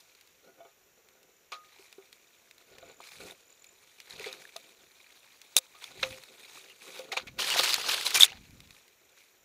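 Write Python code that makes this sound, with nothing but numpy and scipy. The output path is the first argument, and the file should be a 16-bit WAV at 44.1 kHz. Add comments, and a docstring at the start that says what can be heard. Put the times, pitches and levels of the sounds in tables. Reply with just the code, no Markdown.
"""Insects trill and a faint hiss and whine persist as a climber first rustles dry grass and knocks a helmet.
Then twigs snap in small clusters, straps scuff and gusts buffet the port of the helmet camera.
Later, stems whip past, squeal and drag over the port until the loudest snaps; thinning rustle ends the scene.
Stems are patchy noise and damped sines, the shell is a bank of decaying modes, the wind is low noise,
and the insects are narrow noise bands, one of them chopped into pulses."""
import sys
import numpy as np
from scipy import signal
from scipy.fft import rfft, irfft, next_fast_len
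from scipy.io import wavfile
from scipy.ndimage import uniform_filter1d, map_coordinates

SR = 44100
rng = np.random.default_rng(int(sys.argv[2]) if len(sys.argv) > 2 else 0)


def wav_record(signal):
    """Record a signal, one row per channel, as 16-bit PCM in the file named by sys.argv[1]."""
    frames = np.transpose(np.atleast_2d(signal))
    bounded = np.clip(frames, -1, 1)
    # unit amplitude maps onto the largest positive 16-bit level
    quanta = np.round(bounded * 32767).astype(np.int16)
    wavfile.write(sys.argv[1], SR, quanta)


def volts(x):
    """Linear amplitude factor 10**(x/20) for a level x in dB, scalar or array-like."""
    e = np.asarray(x, float) / 20
    return 10 ** e


N = 416304

# distant leaves and hiss, spectrum: (frequency [Hz], relative density [dB per Hz])
QUIET_SPECTRUM = [(30, -5.5), (192, -10), (399, 0.5), (874, -5.5), (2360, -2.5), (5040, -12), (6890, -3.5),
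                  (8720, -19), (12300, -9.5), (15500, -11)]
# bouts of the nearer insect: (full from [s], hold [s], level [dB])
INSECT_BOUTS = [(2.86, 0.17, -66), (3.5, 0.21, -66)]
# gusts on the port: (full from [s], hold [s], level [dB])
GUSTS = [(2.74, 0.15, -67.5), (3.2, 0.06, -64), (4.13, 0.076, -65), (6.035, 0.068, -53.5),
         (7.25, 0.14, -58), (7.45, 0.85, -70), (8.35, 0.33, -58)]
# wind turbulence at the port, spectrum: (frequency [Hz], relative density [dB per Hz])
BUFFET_SPECTRUM = [(22, -12), (60, -7), (130, -6.5), (300, -13.5), (450, -39)]
# modes of the helmet shell: (frequency [Hz], relative level [dB], free decay time T60 [s])
SHELL_MODES = [(388, 0, .16), (450, -3, .05), (522, 0, .3), (678, 0, .3), (772, 0, .22), (851, -4, .25),
               (930, -5, .17), (1130, -2, .15), (1238, -4, .4), (1346, -7, .26), (1453, 0, .18),
               (2250, 1, .13), (3047, -1, .08), (3480, -1, .1)]
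# knocks on the helmet: (time [s], relative level [dB], struck pitch [Hz], share of free ring time [0-1])
KNOCKS = [(.604, -38, 684, 0.66), (.649, -35, 433, 0.7), (1.519, -29.5, 1195, 0.92),
          (1.794, -46.5, 388, 0.9), (1.982, -39, 390, 0.87), (2.826, -36, 600, 0.3),
          (2.896, -40, 403, 0.67), (3.003, -30.5, 1020, 0.12), (3.201, -33, 397, 0.33),
          (4.199, -32, 436, 1), (4.263, -25.5, 436, 0.92), (4.56, -27.5, 678, 0.18),
          (5.562, -28, 522, 0.38), (5.746, -42, 1202, 0.7), (6.031, -23, 512, 0.75), (6.125, -40.5, 522, 1),
          (6.993, -29, 522, 0.6), (7.128, -25.5, 766, 0.4), (7.17, -24.5, 523, 0.32),
          (7.561, -15, 730, 0.08), (7.595, -10, 469, 0.2), (7.781, -12.5, 785, 0.06),
          (8.318, -36.5, 777, 0.6)]
# scuffs of strap and cloth on the helmet: (full from [s], hold [s], level [dB])
SCUFFS = [(.45, 0.15, -63.5), (.98, 0.32, -74), (2.72, 0.26, -62), (3.2, 0.11, -56), (4.14, 0.24, -59),
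          (4.4, 0.44, -66.5), (5.9, 0.29, -60.5), (6.3, 0.35, -63.5), (6.85, 0.4, -58.5), (7.42, 0.43, -52),
          (7.8, 0.43, -54.5)]
# rubbing strap, spectrum before the shell: (frequency [Hz], relative density [dB per Hz])
RUB_SPECTRUM = [(120, -9.5), (330, -5), (450, -3.5), (700, -9), (1000, -24), (1500, -10)]
# resonances of the camera case around the port: (centre [Hz], width [Hz], level [dB])
CASE_RESONANCES = [(2420, 400, 1), (3850, 900, 1)]
# squeals of a rubbing stem: (full from [s], hold [s], level [dB], pitch [Hz])
SQUEALS = [(6.698, 0.025, -52.5, 2802), (7.274, 0.017, -45.5, 2250), (7.508, .024, -28, 2887),
           (8.163, 0.02, -25.5, 2326)]
# ticks of dry blades: (time [s], level [dB])
TICKS = [(.15, -50), (0.211, -45.5), (0.274, -49), (1.087, -50.5), (1.23, -50), (1.927, -40.5),
         (2.128, -41.5), (2.511, -43.5), (2.581, -47.5), (2.784, -44.5), (3.0062, -45), (3.039, -45),
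         (3.072, -41), (3.118, -44), (3.643, -43.5), (4.002, -36.5), (5.4162, -40), (6.2362, -39.5),
         (6.992, -35), (7.2724, -41), (7.502, -19.5), (7.609, -20), (7.634, -17), (7.659, -21.5),
         (7.692, -20), (8.0113, -23), (8.106, -21.5), (8.507, -48.5), (8.604, -42), (8.674, -50.5),
         (8.707, -43), (8.88, -50)]
# snaps of stems: (time [s], level [dB], squeak pitch [Hz], share of squeak against broad crack [0-1])
SNAPS = [(1.52, -28.5, 4080, 0.4), (3.3087, -34, 3700, 0.68), (4.107, -32, 3940, 0.6),
         (4.196, -30, 2440, 0.6), (4.242, -26.5, 2090, 0.7), (4.2496, -32, 2300, 0.85),
         (4.328, -30, 3700, 0.44), (4.452, -36, 1710, 0.85), (4.564, -28, 4050, 0.42),
         (5.566, -6, 3600, 0.52), (5.575, -17, 3970, 0.9), (5.579, -16.5, 3720, 0.82),
         (5.585, -21.5, 3675, 0.85), (5.841, -27, 3540, 0.44), (6.028, -24.5, 1190, 1),
         (6.0283, -26, 2250, 0.58), (7.118, -27, 2100, 0.9), (7.173, -19, 2620, 0.48), (7.42, -20, 3030, 1),
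         (7.5926, -11.5, 3820, 0.92), (7.733, -15, 5000, 0.63), (7.742, -12.5, 2900, 0.06),
         (7.98, -23.5, 1570, 0.96), (8.0653, -14.5, 4020, 0.76), (8.207, -6.5, 3510, 0.87),
         (8.2098, -7.5, 3570, 0.99), (8.2218, -3.5, 3360, 1), (8.232, 2.5, 3543, 0.9),
         (8.241, -10, 3470, .8), (8.259, -28, 2710, .7), (8.2793, -30.5, 2860, .6),
         (8.3024, -34.5, 2686, 0.5), (8.3203, -32.5, 2860, 0.7)]
# stems in air, spectrum before the case: (frequency [Hz], relative density [dB per Hz])
RUSTLE_SPECTRUM = [(300, -11.5), (900, 2.5), (2000, -6), (4400, -7), (5200, -10.5), (7000, -4.5)]
# stems on the covered port, spectrum: (frequency [Hz], relative density [dB per Hz])
SCRAPE_SPECTRUM = [(300, -16.5), (1000, -6.5), (2000, -9.5), (3200, -4.5), (4500, -3), (7000, -14.5)]
# treble of the stems, spectrum: (frequency [Hz], relative density [dB per Hz])
FIZZ_SPECTRUM = [(4500, -7), (6500, -3), (10000, -6), (15500, -11.5)]
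# how much the climber stirs the grass around: (time [s], rustle level [dB])
STIR = [(0, -65.5), (.9, -76), (1.45, -74.5), (1.7, -66), (3.45, -70), (4.0, -62.5), (4.35, -57.5),
        (4.9, -63.5), (6.24, -61), (6.55, -51.5), (6.8, -64.5), (7.3, -67), (8.4, -63.5), (9.44, -76)]
# swishes, a hand or arm sweeps through stems:
# (full from [s], hold [s], rustle level [dB], treble over rustle [dB])
SWISHES = [(1.712, 0.021, -61.5, -18), (1.815, 0.018, -57.5, -5), (2.717, 0.2, -63.5, -24),
           (3.05, 0.24, -54, -5), (4.123, 0.023, -49.5, -12), (4.211, 0.083, -46.5, -11),
           (5.834, 0.0081, -48, -8.5), (6.005, 0.14, -49, -7), (6.835, 0.16, -51, -5.5),
           (8.25, 0.0264, -45, -22), (8.74, 0.021, -59.5, -5), (9.191, 0.017, -59, -6)]
# flicks, a bent stem whips back past the port: (time [s], rustle level [dB], treble over rustle [dB])
FLICKS = [(0, -56, -1), (1.523, -37, -17.5), (4.1, -47, -8), (6.031, -31, -20), (7.121, -30.5, -14),
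          (7.17, -28, -19), (7.271, -44.5, -25)]
# drags, stems slide on the port until they slip off; short ones are jerks, most of them within long ones:
# (full from [s], hold [s], scrape level [dB], treble over scrape [dB])
DRAGS = [(5.573, 0.014, -34, 5), (7.39, 0.375, -32, -8.5), (7.569, 0.03, -27, -6), (7.636, 0.016, -27, -8),
         (7.674, 0.035, -28.5, -8), (7.764, 0.5, -36, -7.5), (7.887, 0.058, -31.5, -7),
         (8.053, 0.027, -30.5, -3.5), (8.145, 0.032, -28.5, 0), (8.2, 0.052, -26.5, 1)]
DRAG_EDGE_DB_PER_S = 2999.5  # rise and fall of drags and squeals


def unit(x):
    """Normalisation to unit rms."""
    return x / np.sqrt(np.mean(x ** 2) + 1e-20)


def wobble(rate_hz):
    """Band-limited fluctuation: a smooth random curve with rate_hz knots a second."""
    knots = rng.standard_normal(int(N * rate_hz / SR) + 4)
    return map_coordinates(knots, [np.arange(N) * rate_hz / SR])


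def filtered(x, response):
    """Linear filtering: the spectrum of x times a complex response of frequency."""
    m = next_fast_len(N + 8192)
    return irfft(rfft(x, m) * response(np.fft.rfftfreq(m, 1 / SR)), m)[:N]


def coloured(x, points):
    """Spectral shaping by (Hz, dB) points on a log frequency axis, closed beyond its ends, rms 1."""
    f, db = np.transpose(points)
    return unit(filtered(x, lambda hz: volts(np.interp(np.log(hz + 1), np.log(f), db, -120, -120))))


def resonance(hz, centre_hz, width_hz):
    """Response of a single damped resonator, 1 at its centre."""
    damping = 1j * hz * width_hz
    return damping / (centre_hz * centre_hz - hz * hz + damping)


def case(x):
    """Cavity resonance: the hollow in front of the port lifts broad bands."""
    def response(hz):
        return .33 + sum(volts(db) * resonance(hz, centre, width) for centre, width, db in CASE_RESONANCES)
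    return filtered(x, response)


def thin(hz):
    """Small-source radiation: thin stems push no bass."""
    return (1j * hz / (900 + 1j * hz)) ** 2


def swell(s, hold_s, db, rise_db_per_s, fall_db_per_s):
    """Exponential growth and decay: a gain that climbs, holds and sinks at steady dB per second."""
    t = np.arange(N) / SR
    before_s, after_s = np.maximum(s - t, 0), np.maximum(t - s - hold_s, 0)
    return volts(db - rise_db_per_s * before_s - fall_db_per_s * after_s)


def swells(rows, rise_db_per_s, fall_db_per_s, rest_db):
    """Incoherent addition: the swells of all rows and a resting level add as powers."""
    power = sum(swell(*row, rise_db_per_s, fall_db_per_s) ** 2 for row in rows)
    return np.sqrt(volts(rest_db) ** 2 + power)


def floor():
    """Stationary background: shaped noise of distant leaves and hiss, and a pure tone of camera electronics."""
    whine = np.sqrt(2) * volts(-81) * np.sin(2 * np.pi * 11988 * np.arange(N) / SR)
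    return volts(-68) * coloured(rng.standard_normal(N), QUIET_SPECTRUM) + whine


def insects():
    """Amplitude modulation: a narrow band chopped into fast pulses, over a lower band of farther singers."""
    t = np.arange(N) / SR
    pulses = np.maximum(np.sin(2 * np.pi * 42 * t + 1.4 * wobble(5.2)), 0) ** 1.3
    near = unit(pulses * coloured(rng.standard_normal(N), [(6700, -34), (7030, -2), (7350, -34.5)]))
    far = coloured(rng.standard_normal(N), [(5200, -19.5), (5800, -6), (6500, -23)])
    bouts = swells(INSECT_BOUTS, rise_db_per_s=82, fall_db_per_s=132, rest_db=-78.5)
    return bouts * near + volts(-78) * far


def wind():
    """Turbulent pressure: eddies thump the port at random, 80 a second on average, over a low roar."""
    thumps = (rng.random(N) < 80 / SR) * rng.uniform(-1, 1, N)
    roar = .8 * volts(2.2 * wobble(18)) * rng.standard_normal(N)
    gusts = swells(GUSTS, rise_db_per_s=219, fall_db_per_s=200, rest_db=-85.5)
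    return gusts * coloured(unit(thumps) + roar, BUFFET_SPECTRUM)


def knocks():
    """Modal excitation: a blow rings the shell modes nearest in pitch; a stem left pressing damps the ring."""
    out, t = np.zeros(N + SR), np.arange(SR // 2) / SR
    hz, level_db, t60 = np.array(SHELL_MODES).T[:, :, None]
    for s, db, near_hz, free in KNOCKS:
        far_db = 9 + 11 * free  # a free shell sings nearer one note
        scatter_db = 1.6 * rng.standard_normal(hz.shape)
        octaves = np.abs(np.log2(hz / near_hz))
        reach_db = scatter_db - np.minimum(65 * (octaves - octaves.min()), far_db)
        decay_db = 60 * t / (t60 * max(free, .03))
        modes = np.sin(2 * np.pi * (hz * t + rng.random(hz.shape)))
        ring = np.sum(volts(level_db + reach_db - decay_db) * modes, axis=0)
        thud = volts(2 - 60 * t / (0.039 * np.sqrt(abs(free)))) * np.sin(2 * np.pi * near_hz * t)
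        onset = 1 - np.exp(-t / 0.0012)
        out[round(s * SR):][:len(t)] += volts(db - 8) * (ring + thud) * onset
    return out[:N]


def strap(clumps_db):
    """Friction-driven resonance: uneven low scuffs partly ring the shell's modes."""
    uneven_db = np.minimum(1.6 * clumps_db + 2.5 * wobble(30), 6)
    scuff = volts(uneven_db) * rng.standard_normal(N)

    def shell(hz):
        return 1 + sum(2.2 * volts(db) * resonance(hz, centre, 25) for centre, db, _ in SHELL_MODES)
    rub = unit(filtered(coloured(scuff, RUB_SPECTRUM), shell))
    return swells(SCUFFS, rise_db_per_s=199, fall_db_per_s=205.5, rest_db=-74.5) * rub


def squeals():
    """Frictional oscillation: a stem rubbing on the case sings briefly on one unsteady pitch."""
    t = np.arange(N) / SR
    drift = np.cumsum(0.13 * rng.standard_normal(N))
    out = np.zeros(N)
    for s, hold_s, db, hz in SQUEALS:
        gain = swell(s, hold_s, db, DRAG_EDGE_DB_PER_S, DRAG_EDGE_DB_PER_S)
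        out += gain * np.sin(2 * np.pi * hz * t + drift)
    return out


def ticks():
    """Impulsive excitation: each tick is a short broad noise click, lifted by the case."""
    level, t = np.zeros(N + SR), np.arange(SR // 20) / SR
    for s, db in TICKS:
        level[round(s * SR):][:len(t)] += volts(db - 60 * t / 0.016)  # T60 of 16 ms
    soft_noise = filtered(rng.standard_normal(N), lambda hz: 1 / (1 + 1j * hz / 6000))
    return filtered(level[:N] * unit(case(soft_noise)), thin)


def snaps(bright):
    """Fracture: a snap is a brief enveloped squeak at its pitch plus a sharp broad crack."""
    squeaks, cracks = np.zeros((2, N + SR))
    t = np.arange(SR // 8) / SR
    u = t / .0015
    bell = u ** 2 * np.exp(2 - 2 * u)  # peaks after 1.5 ms
    for s, db, hz, squeak in SNAPS:
        drift = np.cumsum(0.066 * rng.standard_normal(len(t)))  # phase noise widens the squeak
        at = slice(round(s * SR), round(s * SR) + len(t))
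        squeaks[at] += squeak * volts(db) * bell * np.sin(2 * np.pi * hz * t + drift)
        cracks[at] += abs(1 - squeak) * volts(db - 60 * t / 0.015)
    body = unit(case(coloured(rng.standard_normal(N), RUSTLE_SPECTRUM)))
    broad = body + bright * coloured(rng.standard_normal(N), FIZZ_SPECTRUM)
    return filtered(squeaks[:N] + cracks[:N] * broad, thin)


def patchy(depth_db):
    """Random modulation: noise with louder and softer patches over time and pitch."""
    z = signal.stft(rng.standard_normal(N), nperseg=256)[2]
    field = uniform_filter1d(rng.standard_normal(z.shape), size=3, axis=0)  # over pitch
    field = uniform_filter1d(field, size=9, axis=1)  # over time
    return unit(signal.istft(z * volts(depth_db * unit(field)), nperseg=256)[1][:N])


def crackle(per_s, pitch_hz, spread, turns, spread_db):
    """Shot noise of cracking fibres: damped sines of scattered pitch and bounded size, a few turns long."""
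    count, k = round(per_s * N / SR), np.arange(160)
    place, chance, phase = rng.random((3, count, 1))
    pitch_pick, turns_pick = rng.standard_normal((2, count, 1))
    hz = np.clip(pitch_hz * np.exp(spread * pitch_pick), 200, 15000)
    cycles = hz * k / SR / (turns * np.exp(.5 * turns_pick))
    size = volts(spread_db * np.minimum(-np.log(chance), 3))
    grain = size * cycles * np.exp(-2 * cycles) * np.sin(2 * np.pi * (hz * k / SR + phase))
    at = (place * N).astype(int) + k
    return unit(np.bincount(at.ravel(), grain.ravel(), N + 160)[:N])


def contact():
    """Power addition: gains of rustle, scrape and treble fizz from all stem movements together."""
    flicks = [(s, 0, db, treble_db) for s, db, treble_db in FLICKS]
    # (body row: 0 rustle or 1 scrape, movements, rise [dB/s], fall [dB/s])
    kinds = [(0, SWISHES, 250.5, 130), (0, flicks, 4998.5, 493),
             (1, DRAGS, DRAG_EDGE_DB_PER_S, DRAG_EDGE_DB_PER_S)]
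    stir_s, stir_db = np.transpose(STIR)
    stir = volts(np.interp(np.arange(N) / SR, stir_s, stir_db)) ** 2
    body = np.array([stir, 0 * stir])
    treble = stir * volts(-5.5) ** 2  # treble over rustle; stems nearer the port are brighter
    for row, movements, rise, fall in kinds:
        for s, hold_s, db, treble_db in movements:
            power = swell(s, hold_s, db, rise, fall) ** 2
            body[row] += power
            treble += power * volts(treble_db) ** 2
    return np.sqrt(body), np.sqrt(treble)


def brush(level, pressed, treble):
    """Sliding friction: stems hiss in patches and crack in clumps that also jerk the strap on the shell."""
    clumps_db = 1.3 * wobble(40) + 1.9 * wobble(130)
    cracks = crackle(per_s=600, pitch_hz=3200, spread=.35, turns=1.4, spread_db=4)
    rustle = unit(case(coloured(patchy(depth_db=2.8) + .5 * cracks, RUSTLE_SPECTRUM)))
    grit = crackle(per_s=1500, pitch_hz=3340, spread=.4, turns=1.5, spread_db=3.5)
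    scrape = coloured(patchy(depth_db=2.2) + .6 * grit, SCRAPE_SPECTRUM)
    sparks = crackle(per_s=400, pitch_hz=8500, spread=.4, turns=1.1, spread_db=3.5)
    fizz = coloured(patchy(depth_db=2.8) + .45 * sparks, FIZZ_SPECTRUM)
    body = level * unit(volts(clumps_db)) * rustle
    scrape_and_fizz = unit(volts(.8 * clumps_db)) * (pressed * scrape + treble * fizz)
    return body + scrape_and_fizz + strap(clumps_db)


def scene():
    """Superposition: all sources add at the single port."""
    (level, pressed), treble = contact()
    bright = treble / np.hypot(level, pressed)
    background = floor() + insects() + wind()
    strikes = knocks() + squeals() + ticks() + snaps(bright)
    return (background + strikes + brush(level, pressed, treble))[None]


def band_limit(x):
    """A steep low-pass at the top of the band."""
    return signal.sosfilt(signal.butter(12, 16460, fs=SR, output="sos"), x)


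def record(dry):
    """Saturation and band limiting: peaks clip at full scale, then the microphone keeps its band."""
    low_hz, top_hz = 28, 15700
    clipped = np.clip(dry[0], -1, 1)
    kept = filtered(clipped, lambda hz: (hz < top_hz) * 1j * hz / (low_hz + 1j * hz))
    return band_limit(kept[None])


dry = scene()
out = record(dry)
wav_record(out)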